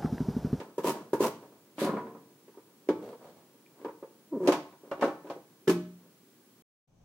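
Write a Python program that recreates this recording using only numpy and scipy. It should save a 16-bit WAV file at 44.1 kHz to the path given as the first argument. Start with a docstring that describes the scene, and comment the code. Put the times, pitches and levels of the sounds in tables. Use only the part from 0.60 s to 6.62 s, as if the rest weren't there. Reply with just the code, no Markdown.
"""A small, quiet kitchen, heard from above. A carrot is rasped twice over the steel teeth of a plastic
slicer, tearing with a hiss, then drops on a wooden board and rolls to rest. The blade insert creaks as
it is pressed home. The catch box under the slicer judders over the table in stick-slip and knocks about,
and the slicer is pulled off it with a snap. Each blow rings the modes of deck, box or board.
Behind it all: short wall echoes, faint air and a thin electronic whine."""
import sys
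import numpy as np
from scipy import signal
from scipy.io import wavfile
from scipy.ndimage import uniform_filter1d

SR = 44100
rng = np.random.default_rng(int(sys.argv[2]) if len(sys.argv) > 2 else 0)


def transcribe(u):
    """Save the signal u as a 16-bit wav file named by the first command-line argument.

    u: samples, shape (n,) or (channels, n), limited to [-1, 1]; the rate is SR.
    q: integer samples, one column per channel.
    """
    v = np.clip(np.atleast_2d(u).T, -1, 1)
    q = np.round(v * 32767).astype(np.int16)
    wavfile.write(sys.argv[1], SR, q)


N = 265583
T = np.arange(N) / SR
HIT_T = T[:SR * 3 // 4]   # time axis of one blow
ATTACK_SAMPLES = SR * 3 // 100
TREBLE_PAN_DB = [[-1.06], [1.06]]   # left, right


# Each row: set-down in seconds, bite in seconds, cut length in seconds, force in dB, hiss in dB.
STROKES = [(0.1804, 0.2438, 0.021, -31, -35), (0.5315, 0.6048, 0.027, -26, -36)]
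# Slicer deck. Each row: mode in Hz, level in dB, T60 in seconds.
DECK_MODES = [(116.3, -32, 1), (177, -15.5, 0.16), (234, -15.5, 0.13), (307.5, -7, 0.13), (357.3, 5, 0.04),
              (397.2, 6.5, 0.045), (459.4, 0.5, 0.076), (509.2, -5, 0.076), (542, -19, 0.18),
              (696, -31, 0.25), (875.4, -18, 0.24), (933.7, -3.5, 0.1), (955, -12.5, 0.093),
              (984, -31.5, 0.22), (1295, -33, 0.34), (1640, -29, 0.12)]
# Tearing carrot. Each row: frequency in Hz, density in dB.
TEAR_SPECTRUM = [(150, -79), (600, 39), (1200, -16), (2000, 15.5), (2900, 15), (4000, 12), (8000, 12),
                 (12000, 8), (16000, 9)]

def rasp(cut_delay_s=0.029, rise_s=0.043, fall_s=0.041, push_db=-29, blade_hz=965):
    """Steel teeth tear the carrot: dense breaks hiss, shake the deck and ring the blade plate."""
    breaks = grains(per_s=2200, spread_db=3.2)
    push, tear = np.zeros((2, N))
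    for _, bite_s, length_s, _, hiss_db in STROKES:
        start = bite_s + cut_delay_s
        end = start + length_s
        contact = np.interp(T, [start - rise_s, start, end, end + fall_s], [0, 1, 1, 0])
        push += from_db(push_db) * contact
        tear += from_db(hiss_db) * contact
    hiss = tear * crackle(breaks, smooth_hz=283) * noise(TEAR_SPECTRUM) * from_db(TREBLE_PAN_DB)
    blade = from_db(-4) * push * unit_rms(resonate(breaks, blade_hz, widths_hz=[100, 330]))
    return drive(push * breaks, DECK_MODES) + blade + hiss


def stroke_knocks():
    """The carrot knocks the deck twice a stroke: when set down and on meeting the teeth."""
    rows = []
    for down_s, bite_s, _, force_db, _ in STROKES:
        rows.append((down_s, force_db + 1, 374, force_db - 5.5, force_db - 22))
        rows.append((bite_s, force_db + 4, 376, force_db - 17, force_db - 21.5))
    return blows(rows, DECK_MODES, thump_width_hz=250, shake_db=-18, ring_db=7,
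                 rise_s=0.0036, edge_hz=12000, t60_s=0.16)


# Each row: start in seconds, thump in dB, thump centre in Hz, clack in dB.
BOUNCES = [(1.1815, -40, 287, -43), (1.217, -28.5, 377, -42), (1.240, -30.5, 370, -44),
           (1.2645, -33.5, 420, -34), (1.292, -33.5, 427, -37.5), (1.338, -37, 295, -44),
           (1.367, -41, 390, -36), (1.4673, -73, 396, -50), (1.549, -52.5, 352, -54.5)]
# Board and table top. Each row: mode in Hz, level in dB, T60 in seconds.
BOARD_MODES = [(147, -22.5, 0.063), (182, -13, 0.5), (227, 5.5, 0.051), (301, 0, 0.16), (375, 0, 0.086),
               (424, 18.5, 0.01), (455, -13.5, 0.57), (540, -3, 0.17), (712, -7, 0.13), (978, -4, 0.21),
               (1048, -8.5, 0.26)]

def tumbling_carrot(first_tick_db=-50, loss_db_per_s=78):
    """The carrot lands among the tools on the board; each bounce ticks more softly as it slows."""
    landing_s = BOUNCES[0][0]
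    rows = [(*row, first_tick_db - loss_db_per_s * (row[0] - landing_s)) for row in BOUNCES]
    return blows(rows, BOARD_MODES, thump_width_hz=245, shake_db=-40, ring_db=-4.5,
                 rise_s=0.0017, edge_hz=2400, t60_s=0.2)


# Carrot on steel. Each row: frequency in Hz, density in dB.
SKID_SPECTRUM = [(70, -28.5), (170, -15), (600, -7), (1300, 4), (2500, 1.5), (3200, 2), (4200, 4),
                 (5500, -5), (8500, -2.5), (10000, 1.5), (12000, -13.5), (16000, -13)]

def rolling_carrot():
    """The carrot skids over a spare grating insert and rolls to rest on the board."""
    sliding = from_db(-41) * swell(1.2, 1.25, rise_s=0.072, fall_s=0.18)
    rolling = from_db(-30) * swell(1.235, 1.235, rise_s=0.098, fall_s=0.76)
    skid = scrape(sliding, SKID_SPECTRUM, per_s=4500)
    return skid + friction(rolling, BOARD_MODES, per_s=2400, scuff_db=-16.5, lowpass_hz=4000)


# Each row: start in seconds, thump in dB, thump centre in Hz, clack in dB, tick in dB.
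DECK_KNOCKS = [(0.001, -42, 402, -44.5, -53.5), (0.6385, -32, 430, -33.5, -49.5),
               (1.879, -55, 377, -63, -73), (1.9425, -78, 453, -64, -81), (1.972, -48.5, 336, -58.5, -83),
               (2.272, -53.5, 400, -73, -92), (2.288, -21, 370, -33.5, -46.5),
               (2.527, -49, 540, -52.5, -70), (2.941, -63.5, 490, -78, -89), (3.214, -52.5, 408, -58, -70),
               (3.2465, -35, 417, -40.5, -59.5), (3.2814, -45, 487, -45.5, -69),
               (3.4255, -42, 510, -51, -79)]

def deck_knocks():
    """Handling knocks ring the slicer's plastic deck."""
    return blows(DECK_KNOCKS, DECK_MODES, thump_width_hz=246, shake_db=-30, ring_db=1.5,
                 rise_s=0.0072, edge_hz=5000, t60_s=0.11)


# Each row: start in seconds, thump in dB, thump centre in Hz, clack in dB, tick in dB.
BOX_BUMPS = [(3.874, -22.5, 555, -35.5, -35.5), (3.884, -20, 307, -30, -58), (3.9212, -44, 396, -29, -37.5),
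             (4.123, -63, 500, -58, -78), (4.234, -51.5, 448, -66, -113),
             (4.3135, -32.5, 575, -35.5, -54.5), (4.378, -50, 445, -63, -68), (4.394, -44, 440, -57, -65),
             (4.411, -43, 510, -37, -47.5), (4.4225, -25, 583, -24, -47), (4.440, -26, 356, -32, -47),
             (4.478, -36, 530, -40.5, -60), (4.645, -47.5, 420, -70, -73), (4.669, -55, 520, -54, -68),
             (4.6995, -36, 643, -42, -54), (4.762, -47, 466, -71, -86)]
# Each row: mode in Hz, level in dB, T60 in seconds.
COVERED_BOX_MODES = [(180.5, -17.5, 0.23), (233, -24.5, 0.17), (310.3, -0.5, 0.11), (369, -10, 0.14),
                     (390, 13, 0.018), (441, -20.5, 0.18), (496, -7, 0.094), (547.3, -5, 0.11),
                     (691.4, -14, 0.17), (816.6, -1, 0.064), (868, -7.5, 0.1), (952, -13, 0.21),
                     (1081, -13, .22), (1110, -17, .15), (1168, -21, .17), (1305, -19, .12),
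                     (1459, -20, .15), (1768, -25, .13), (2356, -27, 0.14), (2795, -26, 0.059),
                     (3150, -50, .1)]

def box_bumps():
    """The catch box bumps about and rings with the slicer on top."""
    return blows(BOX_BUMPS, COVERED_BOX_MODES, thump_width_hz=212.6, shake_db=-23.5, ring_db=0,
                 rise_s=0.0034, edge_hz=5600, t60_s=0.13)


# Each row: start in seconds, thump in dB, thump centre in Hz, clack in dB, tick in dB.
SNAPS = [(5.0735, -31.5, 368, -38.5, -63), (5.078, -19, 317, -36, -39), (5.096, -26.5, 316, -33.5, -37)]
# Each row: mode in Hz, level in dB, T60 in seconds.
OPEN_BOX_MODES = [(108.5, -31, .3), (178, -12, 0.62), (228, -7, 0.077), (243, -15.5, 0.5),
                  (301, -7.5, 0.37), (349.4, -7.5, 0.41), (372.8, 2, 0.13), (424, -5, 0.16),
                  (618, -27, 0.345), (847, -20, 0.24), (1077, -24, 0.25), (1307, -12.5, 0.081),
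                  (1512, -26, 0.12), (1706, -13.5, 0.078), (2530, -36, 0.22), (3900, -35, .25),
                  (5300, -26.5, 0.11)]

def snap_off():
    """The slicer snaps free and the open box rings."""
    return blows(SNAPS, OPEN_BOX_MODES, thump_width_hz=212.6, shake_db=-19.5, ring_db=-3,
                 rise_s=0.0021, edge_hz=8200, t60_s=0.12)


# Each row: start in seconds, end in seconds, first and last rate in slips per second, level in dB.
BOX_DRAGS = [(3.726, 3.775, 315, 200, -31.5), (3.806, 3.867, 186, 175, -31)]

def box_judder(jitter=0.05, uneven_db=0.5, hollow_hz=345):
    """The dragged box sticks and slips in slowing jerks, heard through its hollow and through the slicer deck
    on top."""
    drags = np.array(BOX_DRAGS)
    per_s = np.interp(T, drags[:, :2].ravel(), drags[:, 2:4].ravel())
    wobble = unit_rms(uniform_filter1d(rng.standard_normal(N), SR // 200))
    slip_count = np.floor(np.cumsum(per_s * (1 + jitter * wobble)) / SR)
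    slips = np.diff(slip_count, prepend=0) * from_db(uneven_db * rng.standard_normal(N))
    pull = sum(from_db(db) * swell(start, end, rise_s=0.037, fall_s=0.051)
               for start, end, _, _, db in BOX_DRAGS)
    groan = resonate(slips, hollow_hz, widths_hz=[250, 305])
    groan /= np.sqrt(uniform_filter1d(groan ** 2, ATTACK_SAMPLES) + 1e-12)   # hold rms at 1
    deck_force = pull * (unit_rms(slips) + grains(per_s=300, spread_db=-1.5))
    deck_ring = from_db(-11) * drive(deck_force, DECK_MODES)
    return butter(pull * groan, "low", 540, order=4) + butter(deck_ring, "low", 1100)


# Each row: start in seconds, end in seconds, scrape in dB, creak in dB.
INSERT_PRESSES = [(2.425, 2.508, -52.5, -45), (2.645, 2.697, -56, -61), (2.772, 2.795, -62.5, -64.5)]
# Insert in its seat. Each row: frequency in Hz, density in dB.
SEAT_SPECTRUM = [(50, -40), (100, -13), (130, 1.5), (190, 1), (450, -0.5), (680, 0.5), (980, -7.5),
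                 (1400, -16.5), (2200, -26.5), (3500, -15), (5000, -29.5), (8000, -24), (16000, -34)]

def blade_insert(creak_hz=450):
    """Each push scrapes the insert in its seat; quick plastic-on-plastic slips make the deck creak."""
    scraping, creaking = np.zeros((2, N))
    for start, end, scrape_db, creak_db in INSERT_PRESSES:
        pressure = swell(start, end, rise_s=0.047, fall_s=0.33)
        scraping += from_db(scrape_db) * pressure
        creaking += from_db(creak_db) * pressure
    slips = grains(per_s=720, spread_db=4.5)
    creak = unit_rms(resonate(slips, creak_hz, widths_hz=[130, 210]))
    return scrape(scraping, SEAT_SPECTRUM, per_s=2900) + creaking * creak


# Each row: peak time in seconds, level in dB.
SLICER_SHIFTS = [(0.0, -42), (0.349, -39), (0.831, -51), (0.93, -57), (2.1, -78), (2.40, -51), (2.63, -50),
                 (3.2, -55), (3.861, -36), (4.271, -53.5), (4.47, -41.5), (4.692, -45.5), (4.8, -63),
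                 (5.45, -60.5)]

def shifting_slicer(grip_db=-69.5, grip_until_s=5, rise_s=0.22, fall_s=0.41):
    """The slicer rubs on its box: faintly under the hand's grip, more with each shift."""
    grip = from_db(grip_db) * swell(0, grip_until_s, rise_s, fall_s)
    shifts = [from_db(db) * swell(peak_s, peak_s, rise_s, fall_s) for peak_s, db in SLICER_SHIFTS]
    level = np.max([grip, *shifts], axis=0)
    return friction(level, DECK_MODES, per_s=1700, scuff_db=-5.5, lowpass_hz=586)


# Each row: start in seconds, pitch in Hz, level in dB, T60 in seconds.
DRY_TICKS = [(3.063, 2390, -53, 0.028)]

def dry_tick():
    """A small tick: one fast-dying sine."""
    out = np.zeros(N)
    for start_s, hz, db, t60_s in DRY_TICKS:
        add(out, start_s, ringing([(hz, db, t60_s)]))
    return out


# Plastic rattle, contact tick, table shake. Each row: frequency in Hz, density in dB.
RATTLE_SPECTRUM = [(100, -70), (300, 13), (600, 1.5), (950, 7.5), (1300, 0.5), (2000, -13.5), (3000, -38),
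                   (5000, -81), (9000, -74)]
TICK_SPECTRUM = [(200, -39), (1000, -41), (2000, 12.5), (3200, 9), (5000, 6), (8000, 8), (12000, 6.5),
                 (16000, 15.5)]
SHAKE_SPECTRUM = [(20, 6.5), (45, -5.5), (80, -25.5), (130, -1), (220, -4), (500, -44.5)]

def blows(rows, modes, thump_width_hz, shake_db, ring_db, rise_s, edge_hz, t60_s):
    """Each blow: a low-mode thump, a clack of rattle and high modes, a contact tick, a table shake."""
    textures = np.array([noise(RATTLE_SPECTRUM),
                         noise(TICK_SPECTRUM) * from_db(TREBLE_PAN_DB),
                         noise(SHAKE_SPECTRUM)])
    give = 1 - np.exp(-HIT_T / rise_s)   # the yielding body takes a few ms to move
    out = np.zeros((2, N))
    for start_s, thump_db, thump_hz, clack_db, tick_db in rows:
        offset = rng.integers(N - len(HIT_T))
        rattle, tick, shake = textures[..., offset:offset + len(HIT_T)]
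        body = give * ringing(modes, spread_db=3)
        thump = resonate(body, thump_hz, [thump_width_hz])
        rattle = at_level(rattle * np.sqrt(give) * fade(HIT_T, t60_s), 0)
        clack = rattle + at_level(butter(body, "high", 750, order=4), ring_db)
        cutoff_hz = edge_hz * 2 ** ((tick_db + 36.5) / 54.5)   # harder contacts tick brighter
        tick = butter(tick * fade(HIT_T, 1.09 * t60_s), "low", cutoff_hz)
        shake = shake * fade(HIT_T, 0.22)
        add(out, start_s, at_level(thump, thump_db) + at_level(clack, clack_db)
            + at_level(tick, tick_db) + at_level(shake, thump_db + shake_db))
    return out


# Each row: frequency in Hz, density in dB.
SCUFF_SPECTRUM = [(100, -41), (400, 4), (900, -0.5), (1400, -9), (2200, -18.5), (3500, -27.5), (7000, -22),
                  (16000, -38)]

def friction(level, modes, per_s, scuff_db, lowpass_hz):
    """Small catches between two surfaces scuff and, softened by the contact, ring the body."""
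    catches = grains(per_s, spread_db=0)
    force = level * butter(catches, "low", lowpass_hz, order=1)
    scuff = level * crackle(catches, smooth_hz=92) * noise(SCUFF_SPECTRUM)
    return drive(force, modes) + from_db(scuff_db) * scuff


def scrape(level, spectrum, per_s):
    """Small edges catch on a sliding surface, making the noise flutter."""
    return level * crackle(grains(per_s, spread_db=3), smooth_hz=250) * noise(spectrum)


def ringing(modes, spread_db=0):
    """A body's answer to one tap; spread_db varies each mode as the place of the tap would."""
    return sum(from_db(db + spread_db * rng.normal()) * np.sin(2 * np.pi * hz * HIT_T) * fade(HIT_T, t60)
               for hz, db, t60 in modes)


def drive(force, modes):
    """A running force rings a small body, which radiates little bass."""
    body = butter(ringing(modes), "high", 150, order=4)
    return signal.fftconvolve(force, body / np.linalg.norm(body))[:N]


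def grains(per_s, spread_db):
    """Random tiny impulses; rms 1."""
    sizes = from_db(spread_db * np.minimum(rng.exponential(1, N), 4))
    return unit_rms(sizes * rng.choice([-1, 1], N) * (rng.random(N) < per_s / SR))


def crackle(force, smooth_hz):
    """The loudness flutter of a train of grains."""
    pole = np.exp(-2 * np.pi * smooth_hz / SR)
    return unit_rms(np.sqrt(signal.lfilter([1 - pole], [1, -pole], force ** 2 + 1e-12)))


# Each row: frequency in Hz, density in dB.
ECHO_SPECTRUM = [(40, -14), (150, -2), (400, -2.5), (1000, 0), (3000, -1), (8000, -0.5), (16000, 4.5)]
# Each row: frequency in Hz, T60 in seconds.
ECHO_T60_S = [(100, 0.87), (300, 0.34), (1000, 0.39), (4000, 0.43), (13000, 0.23)]

def wall_echoes(x, first_echo_s=0.00073, build_s=0.0016):
    """Diffuse echoes from near walls, dying sooner in the treble."""
    onset = np.clip((HIT_T - first_echo_s) / build_s, 0, 1)
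    tail = onset * noise(ECHO_SPECTRUM, len(HIT_T), ECHO_T60_S)
    tail /= np.sqrt(np.sum(tail ** 2) / 2)
    return signal.fftconvolve(x, tail, axes=1)[:, :N]


# Each row: frequency in Hz, density in dB.
AIR_SPECTRUM = [(25, -26), (60, -14), (95, -19.5), (125, -5.5), (220, -2), (330, -1), (600, -17),
                (1000, -17), (2000, -20), (5000, -22), (10000, -21.5), (16000, -22)]

def room_tone(air_db=-62, whine_db=-76.5, whine_hz=15720):
    """Faint room air and a thin electronic whine."""
    whine = np.sqrt(2) * np.sin(2 * np.pi * whine_hz * T)
    return from_db(air_db) * noise(AIR_SPECTRUM) + from_db(whine_db) * whine


# Each row: frequency in Hz, side minus mid in dB.
STEREO_WIDTH = [(30, -23), (120, -25.5), (280, -15), (500, -16.5), (1000, -10), (2000, -0.5), (5000, 0.5),
                (14000, 0.5)]

def noise(spectrum, size=N, t60_table=None):
    """Stereo noise in half-octave bands, wider in the treble; with t60_table each band decays."""
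    edges_hz = np.geomspace(20, 18000, 21)
    white = rng.standard_normal((2, 2, size + len(HIT_T) // 4))
    out = np.zeros((2, size))
    for k, (low, high) in enumerate(zip(edges_hz, edges_hz[1:])):
        hz = np.sqrt(low * high)
        mid, side = butter(white[k % 2], "band", [low, high])[:, -size:]
        width = from_db(at_hz(STEREO_WIDTH, hz))
        stereo = (mid + width * side * [[1], [-1]]) / np.hypot(1, width)
        decay = fade(T[:size], at_hz(t60_table, hz)) if t60_table else 1
        out += from_db(at_hz(spectrum, hz)) * stereo * decay
    return unit_rms(out)


def resonate(x, hz, widths_hz):
    """Band-pass resonances in series, one per width."""
    for width_hz in widths_hz:
        r = np.exp(-np.pi * width_hz / SR)
        x = signal.lfilter([1 - r, 0, r - 1], [1, -2 * r * np.cos(2 * np.pi * hz / SR), r * r], x)
    return x


def butter(x, kind, hz, order=2):
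    """Maximally flat filter."""
    return signal.sosfilt(signal.butter(order, hz, kind, fs=SR, output="sos"), x)


def swell(start_s, end_s, rise_s, fall_s):
    """Holds 1 from start to end; rise and fall each span 60 dB."""
    return fade(np.maximum(start_s - T, 0), rise_s) * fade(np.maximum(T - end_s, 0), fall_s) + 1e-9


def fade(t, t60_s):
    """Exponential decay."""
    return np.exp(-np.log(1000) * t / t60_s)


def from_db(db):
    """Decibels to gain."""
    return 10 ** (np.asarray(db) / 20)


def unit_rms(x, count=N):
    """Scale the first count samples to rms 1."""
    return x / np.sqrt(np.mean(x[..., :count] ** 2) + 1e-20)


def at_level(x, db):
    """Scale a blow so that its attack has this rms level."""
    return from_db(db) * unit_rms(x, ATTACK_SAMPLES)


def at_hz(table, hz):
    """Read a table on a log-frequency axis."""
    freqs, values = np.transpose(table)
    return np.interp(np.log(hz), np.log(freqs), values)


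def add(out, start_s, sound):
    """Mix a sound in at start_s."""
    i = round(start_s * SR)
    out[..., i:i + sound.shape[-1]] += sound[..., :N - i]


def scene(echo_db=-7.5):
    """The work at the table, its echoes and the room tone."""
    carrot = rasp() + stroke_knocks() + tumbling_carrot() + rolling_carrot()
    slicer = deck_knocks() + blade_insert() + shifting_slicer()
    box = box_bumps() + snap_off() + box_judder()
    work = carrot + slicer + box + dry_tick()
    return work + from_db(echo_db) * wall_echoes(work) + room_tone()


def record(dry, low_cut_hz=105, high_cut_hz=15900):
    """The microphone thins the bass; the top is cut steeply."""
    thin = butter(dry, "high", low_cut_hz)
    return signal.sosfilt(signal.ellip(12, .1, 80, high_cut_hz, fs=SR, output="sos"), thin)


dry = scene()
out = record(dry)
transcribe(out)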